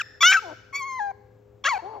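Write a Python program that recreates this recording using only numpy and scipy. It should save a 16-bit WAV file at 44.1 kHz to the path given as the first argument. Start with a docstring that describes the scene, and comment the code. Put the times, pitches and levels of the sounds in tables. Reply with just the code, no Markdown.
"""A small puppy on a chair, close to the microphone in a quiet room; a faint appliance hum throughout.
A squeal is just ending at 0 s. At 0.2 s a thin squeal breaks down about an octave into a full cry,
flips back up as the mouth closes and trails into a low groan. From 0.7 to 1.1 s the puppy whines,
mouth nearly shut. At 1.6 s comes a shorter, softer yelp, then a falling squeal and a last groan.
The voice is jittering vocal-fold partials shaped by throat and mouth, plus turbulent hiss."""
import sys
import numpy as np
from scipy import signal
from scipy.fft import rfft, irfft, next_fast_len
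from scipy.io import wavfile
from scipy.ndimage import uniform_filter1d

SR = 44100
rng = np.random.default_rng(int(sys.argv[2]) if len(sys.argv) > 2 else 0)


def unload_wav(signal):
    """Save mono or channel-first audio to the path in sys.argv[1] as 16-bit WAV at rate SR, clipped to [-1, 1]."""
    wavfile.write(
        sys.argv[1],
        SR,
        np.round(np.clip(np.atleast_2d(signal).T, -1, 1) * 32767).astype(np.int16),
    )


N = 88200
LEAD_SAMPLES = SR // 8  # the first cry starts before time zero

# Voice curves, one per unbroken stretch; the whine is a single curve. Each row: time in seconds,
# pitch in Hz, level in dB, roughness from 0 to 1, brightness in dB per octave.
YELP_CURVES = [
    [(-.1, 1789, -14, .6, -6.5), (-.003, 1768, -27, 0.25, -1.5), (.02, 1177, -24.5, 0.27, -2.5)],
    [(.208, 1124, -22.5, 0.25, 0), (.228, 1180, -14, .05, 1)],
    [(.228, 655.9, -13, 0.56, -5), (.236, 664.5, -12.5, .05, -4.5), (.268, 732.2, -12, 0, 0.5),
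     (.313, 763.4, -15.5, 0.07, 0.5), (.321, 800.3, -13.5, 0.56, -5.5), (.34, 785.7, -16.5, .6, 0),
     (.351, 786.2, -15.5, .14, -6.5), (.37, 733.3, -19, .14, -11.5)],
]
SQUEAL_CURVES = [
    [(.37, 1329, -18, .25, 6.5), (.379, 1322, -20.5, .05, -3.5), (.394, 1295, -25.5, .09, -3)],
    [(1.69, 1119, -23, .25, 11.5), (1.7, 1133, -24.5, .12, 6), (1.738, 877.5, -24.5, 0.12, -3),
     (1.765, 747.9, -29, .08, -5.5), (1.781, 767, -30.5, 0.46, -2.5)],
    [(1.789, 896.9, -32.5, .08, -5), (1.807, 881.2, -41, .1, -2.5)],
]
GROAN_CURVES = [
    [(.423, 463.7, -44.5, 0.11, -7), (.455, 354, -39, 0.074, -2), (.512, 293.8, -41, 0.44, -14.5),
     (.535, 342.9, -40.5, 0.51, -22)],
    [(1.82, 330.5, -43, 0.39, 0), (1.862, 393.2, -35.5, 0.17, 0.5), (1.9, 449.4, -41, 0.38, -3),
     (1.955, 425.6, -38.5, 0.532, 2.5), (2.004, 372.6, -44, 0.38, -10)],
]
WHINE_CURVE = [(.728, 1091, -40.5, 0.24, 0.5), (.757, 1114, -25, .13, 5), (.782, 1160, -32.5, 0.15, 2),
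               (.806, 1106, -32.5, .04, 0), (.832, 1053, -31, 0.029, 5.5), (.866, 1105, -34.5, .02, -4),
               (.9, 1064, -33, 0.018, 4.5), (.986, 1019, -33, .02, 2.5), (1.003, 832.2, -26.5, 0.02, 0.5),
               (1.104, 790.3, -32, 0.014, -1), (1.118, 748, -34.5, 0.57, -3)]
SHORT_YELP_CURVES = [
    [(1.641, 1098, -26.5, 0.36, 0.84), (1.649, 1075, -28, 0.68, 0.045)],
    [(1.649, 552.9, -22.5, 0.4, -3), (1.664, 547.6, -18.5, 0.082, 1), (1.676, 635.7, -21, 0.15, 0),
     (1.69, 725, -21, .3, -3.5)],
]
# Throat and mouth resonances per posture. Each row: frequency in Hz, relative gain in dB.
MOUTH_OPEN_DB = [(720, -28), (1100, -10), (1450, 1), (2150, -5.5), (3000, -8), (4700, -20), (5300, -9),
                 (6800, -11.5), (8300, -29.5)]
MOUTH_CLOSING_DB = [(1300, 0), (1700, -13), (2200, -4), (2750, -15), (3700, -30), (4450, -17), (4900, -36),
                    (6700, -26), (8000, -50)]
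MOUTH_GROANING_DB = [(290, -5), (900, 5), (1250, -21.5), (8000, -60)]
MOUTH_SHUT_DB = [(800, 15), (1060, 7), (1170, -24.5), (1650, 7), (2320, -6.5), (2480, -27), (4400, -25),
                 (5500, -29.5), (6400, -20.5), (7800, -40)]
MOUTH_HALF_OPEN_DB = [(600, -17), (1100, -5.5), (1700, 7), (2250, -13.5), (3100, -5.5), (4900, -25.5),
                      (6300, -13.5), (8000, -38)]
# Open-mouth resonance, falling as the jaw closes. Each row: time in seconds, centre in Hz.
JAW_RESONANCE_HZ = [(.02, 2500), (.235, 3480), (.305, 2936), (.345, 1650)]
# Room decay. Each row: frequency in Hz, T60 in seconds.
ROOM_T60_S = [(300, 0.02), (1500, 1.0364), (10000, 0.7141)]
# Room tail strength. Each row: frequency in Hz, gain in dB.
ROOM_GAIN_DB = [(1500, -21.5), (3500, -26), (4400, -12), (6200, -23)]
# Appliance hum. Each row: frequency in Hz, level in dB, left minus right in dB.
HUM_LINES = [(111.05, -62, 0.5), (410.74, -63.5, 11), (510.15, -66, 13.5)]
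# Air noise. Each row: frequency in Hz, relative spectral density in dB.
AIR_SPECTRUM_DB = [(25, -28.5), (65, 0), (110, -2), (160, -9.5), (450, -11), (4500, -42)]
# Microphone port balance. Each row: frequency in Hz, left minus right in dB.
PORT_BALANCE_DB = [(380, 6), (780, 8), (1290, 4), (4400, 0)]
# Microphone port phase. Each row: frequency in Hz, left lead in radians.
PORT_LEAD_RAD = [(200, 0), (780, -1.5), (1150, -.45), (4100, .3), (4650, 1.3), (5300, .4), (8300, 2.4)]
# Treble dip of both ports. Each row: frequency in Hz, gain in dB.
MIC_DIP_DB = [(7700, 0), (9400, -26), (11000, -26), (12300, -2)]

JITTER_BASE, JITTER_PER_ROUGHNESS, JITTER_HZ = 0.0013, 0.044, 150
SHIMMER_SCALE_DB, SHIMMER_HZ = 2.8, 30
RASP_WIDTH_HZ, RASP_EXPONENT = 307.34, .28
JAW_DB, JAW_WIDTH_HZ = 8, 470
HISS_LOW_HZ, HISS_HIGH_HZ, HISS_DB_PER_DB = 1500, 7000, 1.6
HALF_FADE_S, CHEST_CUTOFF_HZ, BAND_LIMIT_HZ = .003, 258.04, 15800
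HUM_WAVER_DEPTH, HUM_WAVER_HZ = .4, 2.8
AIR_DB, AIR_PAN_DB = -59, 4
SIDES = np.array([[.5], [-.5]])  # left and right shares of a difference


def amp(db):
    """Decibels to gain."""
    return 10 ** (np.asarray(db) / 20)


def unit_rms(x):
    """Scales to rms 1."""
    return x / np.sqrt(np.mean(abs(x) ** 2) + 1e-20)


def lookup(table, hz):
    """Interpolates on a log-frequency axis."""
    table_hz, values = np.transpose(table)
    return np.interp(np.log(hz + 1), np.log(table_hz + 1), values)


def colour(x, response):
    """Filters by a function of frequency."""
    size = 2 * x.shape[-1]
    return irfft(rfft(x, size) * response(np.fft.rfftfreq(size, 1 / SR)), size)[..., :size // 2]


def stereo_noise(size, correlation):
    """White noise, partly alike left and right."""
    left, other = rng.standard_normal((2, size))
    return np.array([left, correlation * left + np.sqrt(1 - correlation ** 2) * other])


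def wavering(count, size, hz):
    """Rows of complex random motion, rms 1, low-passed at hz."""
    length = next_fast_len(size + SR // 4)
    lowpass = 1 / np.sqrt(1 + (np.fft.fftfreq(length, 1 / SR) / hz) ** 10)
    spectrum = rng.standard_normal((count, length, 2)) @ [1, 1j]
    return unit_rms(np.fft.ifft(spectrum * lowpass))[:, :size]


def voice(curve, mouth, hiss_db, jaw_db=0):
    """One stretch of vocal-fold vibration: jittering, rasping partials shaped by throat and mouth."""
    times_s, *controls = np.transpose(curve)
    clock_s = np.arange(-LEAD_SAMPLES, N) / SR
    active = (clock_s > times_s[0] - HALF_FADE_S) & (clock_s < times_s[-1] + HALF_FADE_S)
    t = clock_s[active]
    pitch_hz, level_db, roughness, tilt_db_per_oct = (
        uniform_filter1d(np.interp(t, times_s, control), size=200) for control in controls)
    jitter = (JITTER_BASE + JITTER_PER_ROUGHNESS * roughness) * wavering(1, len(t), JITTER_HZ)[0].real
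    pitch_hz = pitch_hz * (1 + jitter)
    cycles = np.cumsum(pitch_hz) / SR
    count = min(int(BAND_LIMIT_HZ / pitch_hz.min()), 26)
    harmonic = np.arange(1, count + 1)[:, None]
    partial_hz = harmonic * pitch_hz

    tilt_db = tilt_db_per_oct * np.log2(np.clip(partial_hz, 700, 5000) / 1000)
    jaw_hz = np.interp(t, *np.transpose(JAW_RESONANCE_HZ))
    peak_db = jaw_db * np.exp(-((partial_hz - jaw_hz) / JAW_WIDTH_HZ) ** 2)
    shimmer_db = SHIMMER_SCALE_DB * np.log(harmonic) * wavering(count, len(t), SHIMMER_HZ).real
    gains = amp(lookup(mouth, partial_hz) + tilt_db + peak_db + shimmer_db)
    gains *= partial_hz < BAND_LIMIT_HZ
    gains /= np.sqrt((gains ** 2).sum(0) / 2)

    rasp = np.clip(roughness * harmonic ** RASP_EXPONENT, 0, .95)
    skirts = wavering(count, len(t), RASP_WIDTH_HZ)
    partials = (np.sqrt(1 - rasp ** 2) + rasp * skirts) * np.exp(2j * np.pi * harmonic * cycles)
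    dispersion = np.exp(-2j * np.pi * np.log2(partial_hz / 1000))  # throat delays low partials more
    tone = amp(level_db) * (gains * partials * dispersion).real.sum(0)
    hiss = amp(hiss_db + HISS_DB_PER_DB * level_db) * turbulence(cycles)  # fades faster than the tone

    edge_s = np.minimum(t - t[0], t[-1] - t)
    gate = np.sin(np.pi / 2 * np.clip(edge_s / (2 * HALF_FADE_S), 0, 1)) ** 2
    out = np.zeros(len(clock_s))
    out[active] = gate * (tone + hiss)
    return out


def turbulence(cycles):
    """Air noise at the vocal folds, one puff per cycle: steep below its band, gentle above."""
    def band(hz):
        ratio = hz / HISS_LOW_HZ
        return ratio ** 3 / np.sqrt((1 + ratio ** 6) * (1 + (hz / HISS_HIGH_HZ) ** 2))

    puffs = rng.standard_normal(len(cycles)) * (1 + np.cos(2 * np.pi * cycles) / 2)
    return unit_rms(colour(puffs, band))


def puppy():
    """Each cry through its mouth posture; the small body radiates little bass."""
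    cries = sum(voice(curve, MOUTH_OPEN_DB, hiss_db=-19, jaw_db=JAW_DB) for curve in YELP_CURVES)
    cries += sum(voice(curve, MOUTH_HALF_OPEN_DB, hiss_db=-14) for curve in SHORT_YELP_CURVES)
    cries += sum(voice(curve, MOUTH_CLOSING_DB, hiss_db=-8) for curve in SQUEAL_CURVES)
    cries += voice(WHINE_CURVE, MOUTH_SHUT_DB, hiss_db=-21)
    cries += sum(voice(curve, MOUTH_GROANING_DB, hiss_db=-16) for curve in GROAN_CURVES)
    return signal.sosfilt(signal.butter(4, CHEST_CUTOFF_HZ, "highpass", fs=SR, output="sos"), cries)


def room(x):
    """Faint reflections, each band decaying at its own rate."""
    hz, time_s, bands = signal.stft(stereo_noise(SR, correlation=.4), SR, nperseg=256)
    t60_s = lookup(ROOM_T60_S, hz)[:, None]
    decay = amp(lookup(ROOM_GAIN_DB, hz)[:, None] - 60 * time_s / t60_s)
    energy_norm = np.sqrt(2 * np.log(1000) / t60_s / SR)
    tail = signal.istft(bands * decay * energy_norm, SR, nperseg=256)[1][:, :SR]
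    return signal.fftconvolve(x[None], tail, axes=1)[:, :len(x)]


def air():
    """Low, steady rush of air."""
    rush = colour(stereo_noise(N, correlation=.8), lambda hz: amp(lookup(AIR_SPECTRUM_DB, hz)))
    return unit_rms(rush) * amp(AIR_DB + SIDES * AIR_PAN_DB)


def appliance_hum():
    """Three slowly wavering tones."""
    out = np.zeros((2, N))
    for hz, level_db, pan_db in HUM_LINES:
        waver = 1 + HUM_WAVER_DEPTH * wavering(1, N, HUM_WAVER_HZ)[0]
        line = np.exp(2j * np.pi * hz * np.arange(N) / SR) * waver
        out += unit_rms(line.real) * amp(level_db + SIDES * pan_db)
    return out


def scene():
    """Puppy and room at two microphone ports, the left nearer, over air and hum."""
    cries = puppy()
    direct = colour(cries, lambda hz: np.exp(1j * SIDES * lookup(PORT_LEAD_RAD, hz)))
    at_ports = colour(direct + room(cries), lambda hz: amp(SIDES * lookup(PORT_BALANCE_DB, hz)))
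    return at_ports[:, LEAD_SAMPLES:] + air() + appliance_hum()


def record(dry):
    """Microphone treble dip, then band limit."""
    dipped = colour(dry, lambda hz: amp(lookup(MIC_DIP_DB, hz)))
    lowpass = signal.firwin(511, BAND_LIMIT_HZ, window=("kaiser", 9), fs=SR)
    return signal.oaconvolve(dipped, lowpass[None], "same")


dry = scene()
out = record(dry)
unload_wav(out)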